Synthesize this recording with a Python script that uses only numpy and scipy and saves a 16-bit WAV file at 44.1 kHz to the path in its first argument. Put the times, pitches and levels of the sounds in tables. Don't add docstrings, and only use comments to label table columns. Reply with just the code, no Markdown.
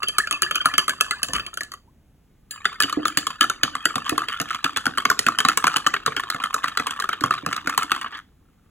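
import sys
import numpy as np
from scipy import signal
from scipy.fft import rfft, irfft, next_fast_len
from scipy.io import wavfile
from scipy.ndimage import uniform_filter1d

SR = 44100
rng = np.random.default_rng(int(sys.argv[2]) if len(sys.argv) > 2 else 0)


def inscribe(sig):
    pcm = np.round(np.clip(np.atleast_2d(sig).T, -1, 1) * 32767)
    wavfile.write(sys.argv[1], SR, pcm.astype(np.int16))


N = 383669

# [t/s, nominal cup air f/Hz, air knock level/dB, clack f/Hz, wall clack level/dB, metal tick level/dB]
CONTACTS = [(0.0312, 1280, -24.5, 2730, -20.5, -28.5), (0.0847, 1590, -43, 3025, -22, -24),
            (0.1837, 1337, -14.5, 2200, -25, -15), (0.272, 1500, -26.5, 2410, -30, -35.5),
            (0.3102, 1310, -24.5, 3260, -22.5, -22), (0.3255, 1320, -32, 2590, -21.5, -25),
            (0.4205, 1410, -21.5, 2880, -28.5, -16.5), (0.43, 1730, -31.5, 2896, -17, -29),
            (0.51, 1385, -22, 3140, -21, -30.5), (0.556, 1550, -32, 2500, -20, -22.5),
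            (0.612, 1430, -28.5, 3060, -29, -46), (0.657, 1374, -11, 2180, -36.5, -18.5),
            (0.7385, 1364, -25, 2950, -21.5, -35), (0.7805, 1330, -20, 3130, -13, -16),
            (0.8803, 1340, -18.5, 3370, -26.5, -26), (0.8941, 1620, -24.5, 3060, -19.5, -21),
            (1.0091, 1337, -19, 2615, -16, -16), (1.1093, 1330, -23.5, 2070, -21, -21),
            (1.2308, 1730, -27.5, 2580, -20.5, -18), (1.285, 1750, -42, 2900, -35.5, -33),
            (1.334, 1140, -30, 3020, -26, -22.5), (1.351, 1320, -31, 2980, -22, -39),
            (1.3633, 1300, -28, 2560, -29, -31.5), (1.396, 1365, -31.5, 2590, -26, -44),
            (1.464, 1460, -56, 3060, -28.5, -36.5), (1.54, 1340, -52, 2720, -51, -34.5),
            (1.5726, 1516, -27, 3250, -31.5, -31.5), (1.6076, 1883, -25.5, 1880, -37.5, -31),
            (1.633, 1500, -44, 2980, -39, -33.5), (1.718, 1276, -40, 1880, -43, -35.5),
            (1.737, 1280, -34.5, 1920, -41, -42), (2.5092, 1720, -49, 3130, -41, -32),
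            (2.654, 1430, -16.5, 3560, -15.5, -29.5), (2.8025, 1320, -18, 2520, -22, -19),
            (2.8232, 1570, -36.5, 3050, -22, -19.5), (2.834, 1690, -27, 2900, -20, -26),
            (2.896, 1210, -31.5, 2990, -28, -34), (2.9262, 1310, -21.5, 2900, -35, -27),
            (3.0539, 1360, -15, 3550, -25, -25), (3.0808, 1380, -26, 3070, -30.5, -26.5),
            (3.1727, 1270, -24.5, 2940, -15, -13.5), (3.268, 1270, -23.5, 3330, -26, -24.5),
            (3.303, 1200, -27.5, 3110, -34, -43.5), (3.409, 1360, -15, 2980, -12, -17.5),
            (3.428, 1330, -19.5, 3060, -24.5, -27.5), (3.44, 1430, -17.5, 3060, -41.5, -31.5),
            (3.4982, 1480, -18, 3600, -25, -23.5), (3.6332, 1500, -22, 3034, -13.5, -16),
            (3.752, 1220, -21.5, 2050, -29.5, -32), (3.8546, 1473, -16, 1960, -13, -18),
            (3.905, 1360, -28, 2030, -45, -55.5), (3.9561, 1267, -22.5, 3600, -22.5, -25.5),
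            (3.98, 1220, -24.5, 2220, -38, -39), (4.062, 1280, -47, 3100, -33, -43),
            (4.0939, 1380, -23.5, 2600, -19, -20.5), (4.1786, 1233, -16.5, 3430, -29.5, -24),
            (4.218, 1326, -23.5, 4070, -43, -43), (4.2847, 1520, -36, 3230, -23, -35),
            (4.4, 1350, -32, 2910, -21.5, -26), (4.4146, 1370, -27.5, 1910, -45, -27.5),
            (4.506, 1420, -27.5, 2860, -46, -39.5), (4.546, 1190, -28.5, 3380, -26.5, -35.5),
            (4.643, 1355, -22, 3430, -17.5, -23), (4.762, 1360, -29.5, 3390, -20, -33),
            (4.7708, 1194, -26.5, 3420, -20, -23), (4.8554, 1460, -27.5, 3190, -24.5, -27.5),
            (4.8654, 1517, -16.5, 3320, -27, -26), (4.974, 1405, -21, 2100, -28.5, -33.5),
            (4.9814, 1225, -21.5, 3170, -20, -25), (5.0526, 1230, -15.5, 2130, -14.5, -23.5),
            (5.1005, 1540, -13, 2300, -28, -18.5), (5.1129, 1200, -17.5, 2100, -32.5, -29.5),
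            (5.1913, 1460, -37, 1940, -21, -14.5), (5.265, 1630, -17.5, 2560, -16.5, -23.5),
            (5.2848, 1300, -11.5, 3100, -29, -27), (5.3865, 1200, -24.5, 3110, -15, -19),
            (5.403, 1330, -33, 3200, -15, -23), (5.4495, 1225, -13.5, 3920, -16, -23),
            (5.486, 1444, -15, 2600, -12.5, -17), (5.4959, 1430, -22, 3100, -25, -31),
            (5.5733, 1170, -22, 2280, -20, -15), (5.641, 1120, -12.5, 2210, -20, -25),
            (5.6685, 1250, -17, 2390, -16, -19.5), (5.6772, 1480, -17, 3000, -25, -26),
            (5.7607, 1250, -26, 2950, -16.5, -28), (5.7671, 1210, -20.5, 3060, -19, -20),
            (5.8644, 1350, -15.5, 3040, -15, -27), (5.87, 1294, -16.5, 3170, -36, -21.5),
            (5.939, 1320, -23, 1900, -17, -30.5), (5.964, 1374, -27, 2170, -26, -43.5),
            (6.062, 1380, -18, 3960, -21.5, -21.5), (6.078, 1163, -22.5, 3580, -27.5, -43),
            (6.12, 1355, -28.5, 2080, -33, -50), (6.1648, 1470, -33, 3180, -18.5, -30.5),
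            (6.1958, 1325, -40, 2920, -28, -36), (6.235, 1335, -28.5, 3700, -31.5, -43),
            (6.301, 1370, -24.5, 4020, -23.5, -23.5), (6.345, 1400, -26, 2120, -34.5, -38),
            (6.4, 1196, -27.5, 2470, -30.5, -49), (6.4375, 1416, -22, 3180, -22, -28),
            (6.5, 1170, -39.5, 3570, -49, -54), (6.5425, 1366, -17.5, 3900, -30, -21),
            (6.563, 1200, -24.5, 2730, -60, -41.5), (6.6412, 1200, -18, 1940, -22.5, -29),
            (6.6805, 1400, -29.5, 3220, -25, -33), (6.719, 1280, -37, 3820, -37, -57),
            (6.7727, 1290, -25, 4080, -19.5, -23.5), (6.7973, 1360, -21, 1970, -25, -34),
            (6.8682, 1127, -24, 3120, -25.5, -26.5), (6.9076, 1160, -35, 3390, -25, -30),
            (6.9995, 1240, -25, 3970, -26.5, -28), (7.022, 1680, -28, 3120, -32, -35),
            (7.04, 1320, -23, 2700, -42, -39), (7.09, 1390, -18.5, 2260, -24, -30.5),
            (7.131, 1350, -27.5, 3170, -24.5, -41), (7.2084, 1610, -33.5, 2160, -34, -30.5),
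            (7.2374, 1200, -15.5, 3240, -21, -27), (7.259, 1280, -25, 2660, -39, -36.5),
            (7.3075, 1333, -14, 2690, -21.5, -32.5), (7.4624, 1260, -21, 2620, -27.5, -28),
            (7.5282, 1390, -25, 2200, -23, -31), (7.5632, 1320, -32.5, 3930, -29.5, -31),
            (7.577, 1344, -27.5, 2600, -31, -54), (7.6726, 1550, -19.5, 2200, -23.5, -27),
            (7.6955, 1200, -23, 2080, -25, -29), (7.746, 1270, -35, 2550, -36.5, -43.5),
            (7.7771, 1144, -14.5, 3120, -18, -17.5), (7.8304, 1450, -33, 2160, -28, -28.5),
            (7.917, 1315, -14.5, 2655, -16.5, -22.5), (7.962, 1190, -29, 3200, -30.5, -37.5),
            (8.013, 1180, -34.5, 2880, -27.5, -35), (8.044, 1200, -28, 2900, -32.5, -51),
            (8.06, 1280, -30.5, 2220, -36, -71), (8.123, 1310, -50.5, 1950, -36, -79),
            (8.149, 1490, -53, 3440, -31, -57)]
# [t/s, boom level/dB, boom settling f/Hz, thud level/dB]
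THUMPS = [(1.289, -29, 522, -18.5), (2.842, -17.5, 279, -25), (2.972, -10.5, 293, -21.5),
          (3.175, -16.5, 291, -18), (3.412, -18, 308, -33), (3.635, -19.5, 275, -16),
          (3.857, -19.5, 318, -25), (3.961, -23.5, 219, -13), (4.121, -13.5, 308, -17),
          (4.404, -18.5, 287, -17), (4.65, -19, 260, -20), (4.868, -19.5, 253, -16.5),
          (5.054, -20, 238, -22), (5.265, -19, 242, -16.5), (5.452, -18, 250, -20.5),
          (5.64, -18, 258, -16.5), (6.077, -20, 430, -15.5), (6.176, -25.5, 272, -42),
          (6.347, -25, 252, -17.5), (6.797, -21.5, 277, -19), (7.214, -17, 290, -40),
          (7.237, -24, 264, -10), (7.433, -24, 292, -23.5), (7.465, -20.5, 255, -14),
          (7.65, -25.5, 297, -31.5), (7.673, -20, 262, -18.5), (7.843, -23.5, 285, -38.5)]
# [t/s, starting f/Hz, final f/Hz, length/s, level/dB]
GLIDING_NOTES = [(.07, 3070, 3210, 0.054, -17), (.2, 1610, 2000, 0.017, -10.5),
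                 (.235, 1830, 1530, .03, -21.5), (.34, 2700, 2400, 0.035, -19),
                 (.462, 1500, 2130, 0.021, -21), (.575, 2970, 3060, 0.02, -17),
                 (.605, 3100, 3370, 0.018, -15), (.6, 1583, 1148, .028, -22),
                 (.663, 1321, 1200, .028, -11.5), (.693, 1730, 2130, 0.022, -24),
                 (.788, 2780, 3357, 0.018, -16), (.898, 1520, 1730, 0.033, -22),
                 (1.118, 1274, 1780, 0.05, -22), (1.875, 844, 1200, 0.037, -53.5),
                 (2.718, 1080, 1250, 0.022, -30), (2.84, 3080, 2900, 0.012, -12),
                 (4.32, 3100, 2770, 0.027, -23)]
# [f/Hz, level/dB, t60/s with no grip]
MODES = [(1705.5, -1.5, 0.21), (2576, -1.5, 0.061), (3060, -12, 0.07), (3190, -6, 0.081), (3430, -17, 0.23),
         (4620, -1.5, 0.16), (6000, -20.5, 0.055), (7250, -18, 0.32), (7450, -18, 0.12),
         (8650, -15.5, 0.14), (10700, -15, 0.07), (15600, -24, .12)]
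# [t/s, grip/0-1]
GRIP = [(0, 0.45), (3.5, 0.68), (3.95, 0.67), (4.6, 0.93), (8.3, 0.98)]
# [f/Hz, level/dB with the cup free, level/dB with it held]
CLACK_COLOUR = [(308, -29.5, -37.5), (870, -57, 1), (1730, -22, 13), (2000, -11.5, 4), (2410, -6.5, -1),
                (2900, 4, 5.5), (3060, 24, 2.5), (3500, 2.5, -2.5), (4070, -24, -7), (4490, 1.5, -4),
                (5600, -16, -18), (8020, -22.5, -61)]
# [f/Hz, level/dB with the cup free, level/dB with it held]
TICK_COLOUR = [(2000, -17.5, -16), (4380, 11, 11), (5140, -2, 7.5), (7440, 8.5, 7), (7400, -2, 8),
               (8900, -0.5, 10), (10500, -13.5, -1), (10480, 23, -6), (12460, -18, 3), (13800, -20.5, -3),
               (15600, -17, -8.5), (16500, -37.5, -35)]
# [f/Hz, level/dB]
TRAY_COLOUR = [(30, -26), (80, -6.5), (160, 2), (215, 0), (285, 3), (370, -22.5), (460, -2), (540, -5),
               (700, 1), (1000, -25), (2500, -62.5)]
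# [t/s, level/dB]
NUDGE = [(1.2, -56.5), (1.27, -50.5), (1.31, -46), (1.35, -36), (1.44, -50), (1.52, -62)]
# [f/Hz, level/dB]
NUDGE_COLOUR = [(20, -23.5), (45, 2), (90, -3.5), (200, -10), (700, -20), (1100, -27), (3000, -35)]
# [f/Hz, relative level/dB per Hz]
ROOM_NOISE_COLOUR = [(15, -46), (25, -0.5), (50, -9.5), (72, -4.5), (260, -12), (520, -29.5), (3430, -38),
                     (4610, -47), (6380, -45.5), (16000, -51.5)]
# [f/Hz, phase/rad]
PHASE_FIRST = [(0, 0), (700, -.15), (900, -.75), (1890, -.45), (3450, -3.1), (5150, -3.2), (6370, -.3)]
# [f/Hz, phase/rad]
PHASE_SECOND = [(0, 0), (480, -.9), (750, -5.1), (1000, -5.2), (1330, -6.05), (1900, -6), (2700, -4.8),
                (3880, -4.5)]
# [f/Hz, phase/rad]
PHASE_TREBLE = [(7450, .5), (8400, 2.6), (9560, 3.6), (10450, 5.8), (11550, 6.5), (12600, 9), (13700, 9.7),
                (14600, 12.3)]
# [f/Hz, level difference/dB]
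BALANCE = [(100, 0), (250, -3), (450, -2.5), (680, -6), (1000, .4), (1400, .7), (2400, -.5), (4400, 0)]
# [f/Hz, t60/s]
ROOM_T60 = [(150, 0.84), (1300, 0.16), (3500, 0.29), (8000, 0.26), (15000, 0.13)]
# [t/s, level/dB]
EFFORT = [(0, -25.5), (.6, -25.5), (1.15, -27), (1.4, -28.5), (1.75, -42), (1.83, -76), (2.48, -76),
          (2.52, -30), (2.82, -22.5), (3.5, -28), (4.3, -21), (5.3, -29), (6.2, -23.5), (7.3, -24.5),
          (7.95, -25), (8.17, -25.5), (8.25, -60.5)]
# [t/s, cup level/dB, spoon level/dB]
FREE_RINGS = [(0.189, -28, -34), (.423, -16, -34), (0.658, -19.5, -24), (0.882, -25.5, -27),
              (1.01, -30.5, -26), (1.114, -28, -32.5), (1.233, -43.5, -21), (1.608, -22.5, -49),
              (2.512, -34, -22), (2.654, -33.5, -26), (2.804, -15.5, -15), (3.068, -34, -21),
              (3.174, -30, -18), (3.414, -9, -30.5)]
# [t/s, length/s, level/dB]
RUBS = [(0.415, 0.012, -30), (0.533, 0.058, -28), (0.647, 0.018, -27.5), (0.789, 0.015, -29.5),
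        (0.997, 0.02, -32), (1.336, 0.065, -33), (2.645, 0.005, -35), (2.831, 0.012, -37),
        (4.043, 0.052, -34), (4.289, 0.062, -34), (4.478, 0.099, -34.5), (5.394, 0.026, -34),
        (5.496, 0.043, -30.5), (5.711, 0.044, -29.5), (6.189, 0.019, -26), (6.422, 0.025, -33),
        (6.628, 0.025, -32), (7.323, 0.067, -41.5), (7.507, 0.044, -31.5), (7.907, 0.0069, -29.5),
        (8.166, 0.034, -42)]
# [f/Hz, width/Hz with the cup free, swing/share of pitch, level/dB free, level/dB held]
WARBLES = [(1280, 70, .08, -1.5, 3), (1730, 50, .03, -1.5, -7), (2600, 69, .06, -3, -11),
           (3100, 78, .04, -3, -11), (3596, 80, 0.073, -23.5, -9.5), (4644, 45, .004, -5.5, -23)]

MOVE_S = 2.2
ATTACK = 265
USUAL_HIT_DB = -12
TAP_LOW_HZ, TAP_HIGH_HZ = 1200, 1359


def amp(db):
    return 10 ** (np.asarray(db) / 20)


def unit(x, count=None):
    return x / np.sqrt(np.mean(x[:count] ** 2) + 1e-20)


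def read(points, hz):
    f, value = np.transpose(points)
    return np.interp(np.log(hz + 1), np.log(f + 1), value)


def curve(rows, t):
    return np.interp(t, *np.transpose(rows))


def held(t):
    return np.clip(curve(GRIP, t), 0, 1)


def add(mix, s, sound):
    part = mix[max(0, round(s * SR)):][:len(sound)]
    part += sound[:len(part)]


def response(points, size=512):
    log_gain = np.log(amp(read(points, abs(np.fft.fftfreq(4 * size, 1 / SR)))))
    return np.fft.ifft(np.exp(np.conj(signal.hilbert(log_gain)))).real[:size]


def convolve(x, h):
    return signal.oaconvolve(x, h)[:len(x)]


def colour(table, grip, spot_db=0):
    hz, free, gripped = np.transpose(table)
    spot = spot_db * rng.uniform(-1.4, 1, len(hz))
    return response(np.transpose([hz, free + grip * (gripped - free) + spot]))


def noise(points):
    size = next_fast_len(N)
    spectrum = rfft(rng.standard_normal(size)) * amp(read(points, np.fft.rfftfreq(size, 1 / SR)))
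    return unit(irfft(spectrum, size)[:N])


def stirring(t, rise_s=0.0038, start_db=3.5, free_fade=263.5, held_fade=91, follows=0.55, swirl_db=-12.5):
    times, _, knock, _, clack, tick = np.transpose(CONTACTS)
    loudest = np.max([knock, clack, tick], axis=0)
    last = np.maximum(np.searchsorted(times, t) - 1, 0)
    since = abs(t - times[last])
    fade = np.interp(held(t), [0, 1], [free_fade, held_fade])
    bite_db = start_db * np.maximum(1 - since / rise_s, 0)
    slide_db = follows * (loudest[last] - USUAL_HIT_DB) + bite_db - fade * since
    return amp(curve(EFFORT, t) + np.maximum(slide_db, swirl_db))


def slips(per_s, spread_db):
    size = amp(spread_db * np.minimum(rng.exponential(1, N), 3))
    return size * np.sign(rng.random(N) - .5) * (rng.random(N) < per_s / SR)


def resonate(x, hz, width):
    turn = np.exp(2j * np.pi * np.cumsum(hz) / SR)
    r = np.exp(-np.pi * width / SR)
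    return unit((turn * signal.lfilter([1], np.poly([r, r]), x / turn + 1e-18)).real)


def scrape(wall_db=-11, metal_db=-14, free_db=-2, held_wider=3.5):
    t, out = np.arange(N) / SR, np.zeros(N)
    grip, jolts = held(t), slips(per_s=220, spread_db=5.5)
    swirl = noise([(4, 0), (18, 0), (40, -70)])
    for hz, width, swing, loose_db, held_db in WARBLES:
        pitch = hz * np.exp(swing * np.roll(swirl, rng.integers(N)))
        push = jolts * rng.standard_normal(N)
        out += (1 - grip) * amp(loose_db) * resonate(push, pitch, width)
        out += grip * amp(held_db) * resonate(push, pitch, held_wider * width)
    grit = convolve(abs(jolts), np.hanning(260)) * rng.standard_normal(N)
    for table, db in ((CLACK_COLOUR, wall_db), (TICK_COLOUR, metal_db)):
        loose = amp(free_db) * unit(convolve(grit, colour(table, 0)))
        gripped = unit(convolve(grit, colour(table, 1)))
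        out += amp(db) * ((1 - grip) * loose + grip * gripped)
    return stirring(t) * out


def light_contacts(s, db):
    air_hz, clack_hz = rng.uniform([TAP_LOW_HZ, 2000], [TAP_HIGH_HZ, 3700], (len(s), 2)).T
    return np.column_stack([s, air_hz, db[:, 0], clack_hz, db[:, 1:]])


def taps(count=400, per_s=7, knock_db=1.5, clack_db=-5.5, tick_db=-12):
    when, chance = rng.random((count, 2)).T
    s = when * N / SR
    db = 20 * np.log10(stirring(s))[:, None] + [knock_db, clack_db, tick_db]
    return list(light_contacts(s, db)[chance < per_s * N / SR / count])


def rebounds(chance=.6, soonest_s=0.0049, latest_s=.014, knock_db=-14, clack_db=-12, tick_db=-16):
    s, _, knock, _, clack, tick = np.transpose(CONTACTS)
    happens, delay = rng.random((len(s), 2)).T
    db = np.column_stack([knock + knock_db, clack + clack_db, tick + tick_db])
    return list(light_contacts(s + soonest_s + delay * (latest_s - soonest_s), db)[happens < chance])


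def air(hz, turn, swell_s=0.002, sag=0.68, sag_s=0.00081):
    t = np.arange(900) / SR
    pitch = hz * (0.9132 + sag * np.exp(-t / sag_s))
    swell = (t / swell_s) ** 2 * np.exp(-t / swell_s)
    return unit(swell * np.sin(2 * np.pi * (np.cumsum(pitch) / SR + turn)), count=ATTACK)


def chatter(decay_s, bounce_db=-14, per_s=260, rise_share=0.28, bounce_s=.007):
    t = np.arange(2200) / SR
    grit, size = rng.standard_normal((2, len(t)))
    touches = (rng.random(len(t)) < per_s / SR) * size * amp(bounce_db) * np.exp(-t / bounce_s)
    touches[0] = 1
    crush = np.exp(-t / decay_s) * (1 - np.exp(-t / (rise_share * decay_s)))
    return grit * convolve(touches, crush)


def swell_in(sound, lead_db=-19, lead_s=0.0016):
    t = np.arange(-ATTACK, 0) / SR
    lead = unit(np.resize(sound[:ATTACK // 2], ATTACK))
    return np.r_[amp(lead_db) * np.exp(t / lead_s) * lead, sound]


def clack_tone(hz, grip, free_s=0.0091, held_s=0.0032, rise_s=0.0012):
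    t = np.arange(2200) / SR
    bend_per_s = 2.5 * rng.uniform(-1, 1)
    swell = (1 - np.exp(-t / rise_s)) * np.exp(-t / (free_s + grip * (held_s - free_s)))
    turns = np.cumsum(hz * (1 + bend_per_s * t)) / SR + rng.random()
    return unit(swell * np.sin(2 * np.pi * turns), count=ATTACK)


def spoon_tones(low_hz, high_hz, t60, count=3):
    t = np.arange(5000) / SR
    hz, turn = rng.uniform(low_hz, high_hz, (count, 1)), rng.random((count, 1))
    return np.sin(2 * np.pi * (hz * t + turn)).sum(0) * amp(-60 * t / t60) / np.sqrt(count)


def ring(drive, grip, grip_db=-12, damping=1.5, waver=.008, flare_db=4, slowest_hz=9, fastest_hz=32):
    t = np.arange(0, .2 / (1 + grip), 1 / SR)
    hz, db, t60 = np.transpose(MODES)[:, :, None]
    db = db + read(drive, hz) + grip * grip_db + 2 * rng.standard_normal(hz.shape)
    lap = np.sin(2 * np.pi * (rng.uniform(slowest_hz, fastest_hz, hz.shape) * t + rng.random(hz.shape)))
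    fade_db = 60 * t * (1 + damping * grip) / t60
    turns = np.cumsum(hz * (1 + waver * lap), axis=1) / SR + rng.random(hz.shape)
    return (amp(db - fade_db + flare_db * lap) * np.sin(2 * np.pi * turns)).sum(0)


def touched(sound, s, mute_db=-6):
    times = np.array(CONTACTS)[:, 0]
    later = times[times > s + .01] - s
    touches = np.searchsorted(later, np.arange(len(sound)) / SR)
    return sound * uniform_filter1d(amp(mute_db * touches), size=90)


def contacts(air_db=1.99, body_db=-17, clack_db=-2.0, note_db=-5.0, tick_db=1.0, tones_db=-6,
             air_lag_s=0.00038, free_s=0.0017, held_s=0.0031, tick_share=0.63, glance=0.25,
             spot_db=3.5, free_t60=.075, held_t60=.02):
    out = np.zeros(N)
    for s, hz, knock, clack_hz, clack, tick in list(CONTACTS) + taps() + rebounds():
        grip = held(s)
        crush_s = (free_s + grip * (held_s - free_s)) * amp(-glance * (tick + 29.0))
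        swell_s = 0.0011 * rng.uniform(.75, 1.3)
        add(out, s + air_lag_s, amp(knock + air_db) * air(hz, rng.random(), swell_s=swell_s))
        add(out, s, grip * amp(knock + body_db) * air(rng.uniform(600, 880), rng.random()))
        wall = unit(convolve(chatter(crush_s), colour(CLACK_COLOUR, grip, spot_db)), count=ATTACK)
        metal_grit = chatter(crush_s * tick_share)
        metal = unit(convolve(metal_grit, colour(TICK_COLOUR, grip, spot_db)), count=ATTACK)
        strike = amp(clack + clack_db) * swell_in(wall) + amp(tick + tick_db) * swell_in(metal)
        add(out, s - ATTACK / SR, strike)
        add(out, s, amp(clack + note_db) * clack_tone(clack_hz, grip))
        t60 = free_t60 + grip * (held_t60 - free_t60)
        add(out, s, amp(tick + tones_db) * spoon_tones(6000, 11600, t60))
        drive = [(1700, max(knock - 8, clack) - 3), (2500, clack), (4600, clack), (6500, tick)]
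        add(out, s, touched(ring(drive, grip), s))
    return out


def tray(thump_db=-11, heavier=0.57, free_db=-28, held_db=-24, rattle=0.13, rattle_s=0.017,
         boom_db=2, boom_hz=285, boom_s=0.01, rise_s=0.0025, sag=0.15, sag_s=0.0042):
    out, thud, t = np.zeros(N), response(TRAY_COLOUR, size=2048), np.arange(4000) / SR
    blows = []
    for s, db, hz, thud_db in THUMPS:
        blows.append((s, db + thump_db + heavier * (db - USUAL_HIT_DB), hz, thud_db - db))
    for s, _, knock, _, clack, tick in CONTACTS:
        db = max(knock, clack, tick) + np.interp(held(s), [0, 1], [free_db, held_db])
        blows.append((s, db, boom_hz * rng.uniform(0.77, 1.53), 0))
    for s, db, hz, thud_db in blows:
        push = (t == 0) + rattle * rng.standard_normal(len(t)) * np.exp(-t / rattle_s)
        turns = np.cumsum(hz * (1 + sag * np.exp(-t / sag_s))) / SR + rng.random()
        boom = np.exp(-t / boom_s) * np.minimum(t / rise_s, 1) ** 2 * np.cos(2 * np.pi * turns)
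        knock = amp(thud_db) * unit(convolve(push, thud), count=660)
        add(out, s, amp(db) * (knock + amp(boom_db) * unit(boom, count=660)))
    return out


def gliding_notes(count=520, whipped_db=-4, spread_db=8, small_db=-6, low_hz=1100, high_hz=3300,
                  glide=1.1, short_s=.007, long_s=.015, slosh_db=-10, slosh_s=0.024):
    out, rows = np.zeros(N), list(GLIDING_NOTES)
    when, size, life, strength = rng.random((count, 4)).T
    s, hz = when * N / SR, low_hz * (high_hz / low_hz) ** size
    db = 20 * np.log10(stirring(s)) + whipped_db + spread_db * strength + small_db * size
    rows += list(zip(s, hz, hz * glide ** life, short_s + long_s * life ** 2, db))
    for s, hz, knock, *_ in CONTACTS:
        rows.append((s + ATTACK / SR, hz, hz * glide ** rng.uniform(-2, 1), slosh_s, knock + slosh_db))
    for s, start_hz, end_hz, length, db in rows:
        u = np.arange(0, 1, 1 / (length * SR))
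        turns = np.cumsum(start_hz + (end_hz - start_hz) * u) / SR
        swell = np.minimum(u / .12, 1) * (1 - u) ** 1.3
        add(out, s, amp(db) * swell * np.sin(2 * np.pi * turns))
    return out


def free_rings():
    out = np.zeros(N)
    for s, cup_db, spoon_db in FREE_RINGS:
        drive = [(1750, cup_db), (2500, spoon_db - 22.5), (4600, spoon_db - 14),
                 (7500, spoon_db), (11000, spoon_db + 1.0)]
        add(out, s, touched(ring(drive, 0), s))
    return out


def rubs(slips_per_s=150, uneven=0.4, slip_s=0.00045, air_db=-2, wall_db=-2, metal_db=-14, spot_db=4):
    out = np.zeros(N)
    for s, length, db in RUBS:
        t, grip = np.arange(round((length + .02) * SR)) / SR, held(s)
        at = np.cumsum(np.exp(uneven * rng.standard_normal(40))) / slips_per_s
        since = t[:, None] - (at - at[0])
        press = np.sqrt(np.maximum(np.sin(np.pi * np.minimum(t / length, 1)), 0))
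        jerks = (since >= 0) * np.exp(-abs(since) / slip_s) @ rng.uniform(0.35, 1, len(at))
        grit = press * jerks * rng.standard_normal(len(t))
        bodies = [air(rng.uniform(TAP_LOW_HZ, TAP_HIGH_HZ), rng.random(), swell_s=0.00089),
                  colour(CLACK_COLOUR, grip, spot_db), colour(TICK_COLOUR, grip, spot_db)]
        for body, body_db in zip(bodies, (air_db, wall_db, metal_db)):
            add(out, s, amp(db + body_db) * unit(convolve(grit, body), count=round(length * SR)))
    return out


def nudge():
    return amp(curve(NUDGE, np.arange(N) / SR)) * noise(NUDGE_COLOUR)


def early(x, decay_s=0.0016):
    t = np.arange(400) / SR
    echoes = rng.standard_normal(len(t)) * t * np.exp(-t / decay_s)
    return convolve(x, echoes / np.linalg.norm(echoes))


def room(x):
    echoes = rng.standard_normal(SR // 2) * (rng.random(SR // 2) < 3000 / SR)
    echoes[:180] = 0
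    hz, t, z = signal.stft(echoes, SR, nperseg=256)
    tail = signal.istft(z * amp(-60 * t / read(ROOM_T60, hz)[:, None]), SR, nperseg=256)[1]
    return convolve(x, tail / np.linalg.norm(tail))


def microphones(x, phase):
    size = next_fast_len(N + 4096)
    hz = np.fft.rfftfreq(size, 1 / SR)
    half = amp(read(BALANCE, hz) / 2) * np.exp(.5j * np.interp(hz, *np.transpose(phase)))
    return irfft(rfft(x, size) * np.array([half, 1 / half]), size)[:, :N]


def room_noise(level_db=-59, side_db=-14):
    common, side = noise(ROOM_NOISE_COLOUR), noise(ROOM_NOISE_COLOUR)
    return amp(level_db) * (common + amp(side_db) * side * np.array([[1], [-1]]))


def scene(scrape_db=-6.5, near_db=-16, early_db=-13, diffuse_db=-22):
    t = np.arange(N) / SR
    slide = amp(scrape_db) * scrape() + rubs()
    spoon = contacts() + free_rings() + slide
    dry = spoon + tray() + gliding_notes()
    sways = np.cos(2 * np.pi * t), np.sin(2 * np.pi * t)
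    near = sum(room(dry * sway) for sway in sways)
    cup = dry + amp(near_db) * near + nudge()
    heard = microphones(cup * (t < MOVE_S), PHASE_FIRST + PHASE_TREBLE)
    heard += microphones(cup * (t >= MOVE_S), PHASE_SECOND + PHASE_TREBLE)
    hands = np.array([sum(early(spoon * sway) for sway in sways) for ear in range(2)])
    diffuse = np.array([room(dry), room(dry)])
    return heard + amp(early_db) * hands + amp(diffuse_db) * diffuse + room_noise()


def record(dry, edge_hz=16500):
    limited = dry / (1 + dry ** 6) ** (1 / 6)
    lowpass = signal.firwin(255, edge_hz, window=("kaiser", 9), fs=SR)
    return signal.oaconvolve(limited, lowpass[None], "same")


dry = scene()
out = record(dry)
inscribe(out)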